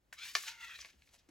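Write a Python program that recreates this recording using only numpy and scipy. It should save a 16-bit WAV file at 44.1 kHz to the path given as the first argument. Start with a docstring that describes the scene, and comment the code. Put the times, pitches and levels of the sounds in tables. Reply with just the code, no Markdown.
"""Faint ventilation rumble in a low, quiet cellar range; then, close by, an arrow leaves a hip quiver.
Its feathers hiss and its shaft scrapes past the others, clacks once loudly against them and slides out
with gliding resonances and a last chatter. The remaining arrows knock on the quiver wall and settle,
and a sleeve brushes. A two-port stereo microphone hears it, with early echoes off ceiling and walls."""
import sys
import numpy as np
from scipy import signal
from scipy.fft import rfft, irfft, next_fast_len
from scipy.io import wavfile
from scipy.ndimage import map_coordinates

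SR = 44100
rng = np.random.default_rng(int(sys.argv[2]) if len(sys.argv) > 2 else 0)


def wav_out(sig):
    """Save sig, one row per channel (or a flat mono array), as 16-bit PCM at SR to the path in sys.argv[1]."""
    wavfile.write(sys.argv[1], SR, np.round(np.clip(np.atleast_2d(sig).T, -1, 1) * 32767).astype(np.int16))


N = 57330

# Ventilation. Each row: time in seconds, level in dB. Levels in all tables are relative.
RUMBLE_LEVEL = [(0, -80.5), (0.13, -75.5), (0.73, -75.5), (0.85, -76.5), (1.3, -75.5)]
# Its spectrum, and the further shaping of its stereo side. Each row: frequency in Hz, level in dB.
RUMBLE_SPECTRUM = [(20, -16.5), (40, -8.5), (58, -1), (85, -7.5), (150, -12), (300, -16.5), (1000, -24.5),
                   (4000, -32), (16000, -37.5)]
RUMBLE_SIDE = [(20, -14), (60, -13), (130, -9), (1000, 0.5), (8000, -12)]

# Feather hiss, shaft scrape, first pull, long draw and chatter. 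Each row: time in seconds, level in dB.
FEATHER_LEVEL = [(0.122, -100), (0.129, -52.5), (0.16, -73), (0.205, -77), (0.25, -52), (0.31, -56),
                 (0.335, -62), (0.365, -46), (0.42, -51.5), (0.49, -53), (0.56, -80), (0.65, -70),
                 (0.78, -64), (0.885, -68), (0.94, -83.5), (1.09, -76), (1.28, -103)]
SCRAPE_LEVEL = [(0.125, -100), (0.135, -52.5), (0.17, -73), (0.19, -50), (0.208, -55.5), (0.232, -51),
                (0.305, -53.5), (0.334, -66), (0.385, -50.5), (0.455, -55.5), (0.485, -43), (0.52, -57),
                (0.57, -63.5), (0.645, -59.5), (0.67, -60.5), (0.765, -63), (0.80, -57.5), (0.87, -61),
                (0.91, -68), (1.0, -78.5), (1.2, -77.5), (1.28, -88)]
PULL_LEVEL = [(0.15, -90), (0.172, -58), (0.19, -50.5), (0.206, -52.5), (0.228, -47), (0.275, -49.5),
              (0.3, -47), (0.318, -53), (0.335, -66), (0.38, -110)]
DRAW_LEVEL = [(0.4, -110), (0.455, -51), (0.492, -45.5), (0.565, -57.5), (0.607, -49.5), (0.615, -42.5),
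              (0.625, -53), (0.636, -45), (0.649, -45), (0.66, -52.5), (0.687, -51.5), (0.70, -50.5),
              (0.757, -47), (0.775, -55.5), (0.86, -72), (0.95, -88)]
CHATTER_LEVEL = [(0.66, -110), (0.688, -61.5), (0.697, -48.5), (0.715, -54), (0.76, -60.5), (0.785, -100)]
# The tone colour of each close sound. Each row: frequency in Hz, level in dB.
FEATHER_SPECTRUM = [(1000, -38), (4000, 4.5), (7000, 4.5), (11000, 1), (16000, -4.5)]
SCRAPE_SPECTRUM = [(200, -43), (600, -27), (1000, -12), (1700, 3.5), (2500, 6.5), (4300, 0), (6500, 0),
                   (8000, -11), (16000, -20.5)]
CRACK_SPECTRUM = [(100, -67), (300, -16.5), (600, -7), (950, -8), (1500, -5), (2500, 2), (4000, 3),
                  (6300, -2), (8000, -19), (11000, -11), (16000, -32.5)]
CHATTER_SPECTRUM = [(600, -27.5), (1000, -18.5), (1350, -1), (1800, 0.5), (2150, -7), (2560, 3),
                    (2950, -12), (3350, -4), (5000, -22), (12000, -46.5)]
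THUD_SPECTRUM = [(20, -27), (45, 4), (62, 10), (100, -7), (200, -19.5), (600, -61)]
CLOTH_SPECTRUM = [(100, -26), (600, 5), (1200, 3.5), (2800, 6), (7000, 5), (11000, 0.5), (16000, -11)]
# Bending resonances of the shaft, first pulled, then sliding free. Each row: frequency in Hz,
# width in Hz, level in dB, time of strongest drive in seconds, glide in Hz per second.
PULL_MODES = [(1132, 100, -16, 0.3, 3800), (1509, 60, -7, 0.228, 5500), (2338, 6.7, -3, 0.23, 650),
              (2600, 23, -5, 0.24, 6200), (3346, 52, -4, 0.21, 7000), (3580, 140, -8, 0.27, 840),
              (4080, 52, -3, .22, 4000), (5090, 99, -9.5, 0.27, 1000)]
DRAW_MODES = [(902, 59, -7.5, 0.518, 304), (1463, 36, -4, 0.536, -700), (2012, 70, 1, 0.64, -1400),
              (2590, 110, -1.5, 0.681, -1600), (3290, 100, -6.5, 0.69, -1700), (4010, 310, -1, 0.41, 0),
              (6200, 57, -15, 0.647, -3.5)]
# Ring of the arrows, the quiver wall and the air inside it.
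# Each row: frequency in Hz, level in dB, time to fall 60 dB in seconds.
ARROW_MODES = [(405.7, -46, 0.074), (726.6, -40, 0.057), (1121, -29.5, 0.045), (1193, -29.5, 0.073),
               (1767, -24.5, 0.055), (2250, -36, 0.063), (2375, -21.5, 0.035), (3010, -30.5, 0.047),
               (3574, -37, 0.063), (4015, -33.5, 0.067), (4180, -31.5, 0.055), (4600, -41, 0.046),
               (5760, -31.5, 0.065), (6835, -39.5, 0.07)]
WALL_MODES = [(1706, -9, 0.023), (2254, 3.5, 0.011), (2520, -2, .012), (4480, -7, 0.011)]
HOLLOW_MODES = [(598, -22.5, 0.059), (1133, -8.5, 0.024)]

# Shaft against shaft. Each row: start in seconds, level in dB, ring in dB, treble cutoff in Hz.
CLACKS = [(0.1272, -20, -11, 2270), (0.3523, -5, 1, 10870), (0.3567, -15.5, -14, 7960),
          (0.437, -28, 0.5, 6500), (0.467, -28, -7, 8000), (0.682, -36, -1, 6000), (0.7895, -31.5, 1, 6800),
          (0.7937, -43, -10, 6900), (0.888, -39.5, -7, 7050), (1.0186, -54, -6, 4500),
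          (1.0913, -44.5, -13, 6960)]
# Neighbouring arrows rubbing. Each row: peak time in seconds, level in dB, half length in seconds,
# band centre in Hz, half width in octaves.
RUBS = [(0.13, -48.5, 0.0016, 1540, 0.059), (0.756, -52, 0.0063, 3930, .06),
        (0.811, -48, 0.0055, 5330, 0.32), (0.809, -54, 0.0041, 3270, 0.083),
        (1.193, -67.5, 0.0072, 4200, 0.61)]
# Arrows on the quiver wall. Each row: start in seconds, level in dB, hollow ring in dB.
KNOCKS = [(0.7895, -46.5, -6.5), (0.828, -52.5, 2), (0.8479, -40.5, -4), (0.8522, -46, -1),
          (0.8905, -54.5, -12), (1.0216, -55, -25), (1.0750, -61.5, -11)]
# Weight shifts and sleeve brushes. Each row: peak time in seconds, level in dB, half length in seconds.
WEIGHT_SHIFTS = [(0.812, -74, 0.025), (0.992, -72.5, 0.036)]
BRUSHES = [(1.143, -61.5, 0.013)]
# Soft handling knocks. Each row: start in seconds, level in dB, pitch in Hz, cloth scuff in dB.
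BUMPS = [(0.853, -67.5, 586, -33), (0.938, -69.5, 206, -31), (1.2883, -58, 307, -11)]

# Ceiling and walls, heard from the microphone. Each row: delay in seconds, level in dB.
ECHOES = [(.0042, -22), (.0052, -21.5), (.0095, -25), (0.0123, -13.5), (0.0151, -23.5)]
# Phase between the microphone ports. Each row: frequency in Hz, lead of the left in radians.
PORT_PHASE = [(0, 0.18), (1000, 0.51), (3300, 0.57), (6200, 1), (7200, 0)]
# Balance of the ports. Each row: frequency in Hz, left minus right in dB.
PORT_BALANCE = [(100, 0.3), (700, 1.5), (2200, 0.5), (4400, 3), (8000, -0.5), (15000, 0.2)]

SLIPS_PER_S, SLIP_SPREAD_DB = 3500, 3.5
JUDDER_PER_S, JUDDER_DB = 110, 3


def amp(db):
    """Decibels to gain."""
    return 10 ** (np.asarray(db) / 20)


def unit(x):
    """Scale to rms 1."""
    return x / np.sqrt(np.mean(x ** 2) + 1e-20)


def along(points, hz):
    """Read (Hz, value) points on a log frequency axis."""
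    f, v = np.transpose(points)
    return np.interp(np.log(hz + 1), np.log(f + 1), v)


def clock():
    """Seconds at every sample."""
    return np.arange(N) / SR


def envelope(levels):
    """Gain at every sample from (seconds, dB) points."""
    return amp(np.interp(clock(), *np.transpose(levels)))


def wobble(knots_per_s):
    """A smooth random curve."""
    return map_coordinates(rng.standard_normal(2048), [clock() * knots_per_s], mode="wrap")


def filtered(x, response):
    """x through a complex frequency response."""
    size = next_fast_len(N + SR // 2)
    return irfft(rfft(x, size) * response(np.fft.rfftfreq(size, 1 / SR)), size)[..., :N]


def coloured(x, spectrum):
    """x shaped by a spectrum, at rms 1."""
    return unit(filtered(x, lambda hz: amp(along(spectrum, hz))))


def low_cut(x, hz):
    """Steep high-pass."""
    return signal.sosfilt(signal.butter(4, hz, "high", fs=SR, output="sos"), x)


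def high_cut(x, hz):
    """Gentle low-pass."""
    return signal.lfilter(*signal.butter(2, hz, fs=SR), x)


def snap(spectrum, size=2048):
    """A minimum-phase pulse of energy 1 with the given spectrum."""
    cepstrum = irfft(np.log(amp(along(spectrum, np.fft.rfftfreq(size, 1 / SR)))))
    causal = np.r_[1, np.full(size // 2 - 1, 2), np.zeros(size // 2)]
    pulse = irfft(np.exp(rfft(cepstrum * causal)))
    return pulse / np.linalg.norm(pulse)


def fade(t60):
    """Decay of 60 dB in t60 seconds."""
    return np.exp(-np.log(1000) * clock() / t60)


def burst(t60):
    """Dying noise of energy 1."""
    noise = rng.standard_normal(N) * fade(t60)
    return noise / np.linalg.norm(noise)


def delayed(x, s):
    """x starting at s seconds."""
    return np.pad(x, (max(round(s * SR), 0), 0))[:N]


def swell(s, half_s):
    """A bell-shaped envelope peaking at s seconds."""
    return np.exp(-.5 * ((clock() - s) / half_s) ** 2)


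def ringing(modes):
    """Damped sines at random phases."""
    return sum(amp(db) * fade(t60) * np.sin(2 * np.pi * (hz * clock() + rng.random()))
               for hz, db, t60 in modes)


def friction():
    """Tiny slips of uneven size, bunched by judder."""
    slips = (rng.random(N) < SLIPS_PER_S / SR) * rng.choice([-1, 1], N)
    sizes = amp(SLIP_SPREAD_DB * rng.standard_normal(N).clip(-2, 2))
    return unit(slips * sizes * amp(JUDDER_DB * wobble(JUDDER_PER_S)))


def ventilation():
    """Room tone: the ventilation rumbles, nearly mono in the bass."""
    mid, side = coloured(rng.standard_normal((2, N)), RUMBLE_SPECTRUM)
    side = filtered(side, lambda hz: amp(along(RUMBLE_SIDE, hz)))
    return envelope(RUMBLE_LEVEL) * np.array([mid + side, mid - side])


def feathers():
    """The vanes hiss against each other."""
    return envelope(FEATHER_LEVEL) * coloured(friction() + rng.standard_normal(N), FEATHER_SPECTRUM)


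def scrape():
    """Broad friction noise of the shaft sliding past the others."""
    return envelope(SCRAPE_LEVEL) * coloured(friction(), SCRAPE_SPECTRUM)


def clacks(buzz_db=-1, buzz_t60_s=0.032):
    """Each contact is a sharp crack, a dense buzz of the bundle and the ring of the shafts."""
    out, crack = np.zeros(N), snap(CRACK_SPECTRUM)
    for s, db, ring_db, cutoff_hz in CLACKS:
        contact = signal.unit_impulse(N) + amp(buzz_db) * burst(buzz_t60_s)
        hit = signal.fftconvolve(contact, crack)[:N] + amp(ring_db) * ringing(ARROW_MODES)
        out += amp(db) * delayed(high_cut(-hit, cutoff_hz), s)
    return low_cut(out, hz=380)  # thin shafts radiate no bass


def rubs():
    """Neighbouring arrows rub briefly, each time in one band of friction noise."""
    out = np.zeros(N)
    for s, db, half_s, centre_hz, octaves in RUBS:
        band = filtered(friction(), lambda hz: 1 / (1 + (np.log2((hz + 1) / centre_hz) / octaves) ** 2))
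        bell = swell(s, half_s)
        rub = unit(bell * band) * np.sqrt(np.mean(bell ** 2))  # about rms 1 at its top
        out += amp(db) * rub
    return out


def stroke(levels, modes, waver=0.0066, waver_per_s=35, reach_s=0.082, lock=.5):
    """Friction drives bending resonances; each glides, swells and fades as the contact moves along."""
    slips, song = friction(), np.zeros(N)
    for hz, width_hz, db, best_s, glide_hz_per_s in modes:
        pitch = hz + glide_hz_per_s * (clock() - best_s)
        pitch *= 1 + waver * wobble(waver_per_s)  # wanders as the contact shifts
        carrier = np.exp(2j * np.pi * np.cumsum(pitch) / SR)
        swing = signal.lfilter([1], [1, -np.exp(-np.pi * width_hz / SR)], slips / carrier)
        # Stick-slip steadies the swing: lock 0 rings freely, 1 is an even squeak.
        ring = (carrier * swing / (abs(swing) + 1e-9) ** lock).real
        song += amp(db) * swell(best_s, reach_s) * unit(ring)
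    return amp(-4.5) * envelope(levels) * low_cut(song, hz=900)


def chatter(skips_per_s=130, scatter=.25, t60_s=0.024):
    """The end of the shaft skips unevenly over its neighbours; each skip is a short dying rasp."""
    skips = np.cumsum(skips_per_s * np.exp(scatter * wobble(skips_per_s))) / SR
    since_skip_s = (skips % 1) / skips_per_s
    rasp = rng.standard_normal(N) * np.exp(-np.log(1000) * since_skip_s / t60_s)
    return envelope(CHATTER_LEVEL) * unit(signal.fftconvolve(rasp, snap(CHATTER_SPECTRUM))[:N])


def knocks(rise_s=0.00028, click_db=8.5):
    """Arrows fall back against the quiver wall, which clicks and rings hollow."""
    out, rise = np.zeros(N), 1 - np.exp(-clock() / rise_s)
    click = amp(click_db) * np.pad(snap(CRACK_SPECTRUM), (0, N))[:N]
    for s, db, hollow_db in KNOCKS:
        ring = ringing(WALL_MODES) + amp(hollow_db) * ringing(HOLLOW_MODES)
        out += amp(db) * delayed(click + rise * ring, s)
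    return out


def weight_shifts():
    """Low thuds of the archer's body shifting its weight."""
    swells = sum(amp(db) * swell(s, half_s) for s, db, half_s in WEIGHT_SHIFTS)
    return swells * coloured(rng.standard_normal(N), THUD_SPECTRUM)


def handling_bumps(t60_s=0.11, q=3.4):
    """Soft handling knocks: a damped low resonance with a scuff of cloth."""
    out = np.zeros(N)
    for s, db, hz, scuff_db in BUMPS:
        thud = filtered(rng.standard_normal(N), lambda f: f * hz / (q * (hz * hz - f * f) + 1j * f * hz))
        scuff = amp(scuff_db) * coloured(friction(), CLOTH_SPECTRUM)
        out += amp(db) * delayed(fade(t60_s) * (unit(thud) + scuff), s)
    return out


def sleeve():
    """A sleeve brushes by in a short swell of cloth friction."""
    return sum(amp(db) * swell(s, half_s) * coloured(friction(), CLOTH_SPECTRUM)
               for s, db, half_s in BRUSHES)


def cellar(x, t60_s=.17, tail_db=-11, side_db=-13.5):
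    """The low ceiling and walls return close echoes and a short tail, wide only below the treble."""
    direct = signal.unit_impulse(N)
    echoes = sum(amp(db) * delayed(direct, s) for s, db in ECHOES)
    mid = direct + echoes + amp(tail_db) * delayed(burst(t60_s), s=.003)
    side = amp(side_db) * delayed(high_cut(burst(t60_s), hz=7000), s=.002)
    return signal.fftconvolve(x[None], np.array([mid + side, mid - side]), axes=1)[:, :N]


def scene():
    """The quiver close by in the cellar, over room tone and low thuds."""
    impacts = clacks() + knocks()
    shaft = scrape() + stroke(PULL_LEVEL, PULL_MODES) + stroke(DRAW_LEVEL, DRAW_MODES) + chatter()
    rustle = feathers() + rubs() + sleeve() + handling_bumps()
    return amp(-1) * cellar(impacts + shaft + rustle) + ventilation() + weight_shifts()


def record(dry, split_hz=7200, treble_lag_s=.000245, top_hz=15850):
    """Two microphone ports: left leads in the midrange and lags in the treble; top_hz ends the band."""
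    def ports(hz):
        lead = np.interp(hz, *np.transpose(PORT_PHASE))
        lag = 2 * np.pi * treble_lag_s * np.maximum(hz - split_hz, 0)
        share = np.array([[.5], [-.5]])  # left, right
        return np.exp(1j * share * (lead - lag)) * amp(share * along(PORT_BALANCE, hz)) * (hz < top_hz)
    return filtered(dry, ports)


dry = scene()
out = record(dry)
wav_out(out)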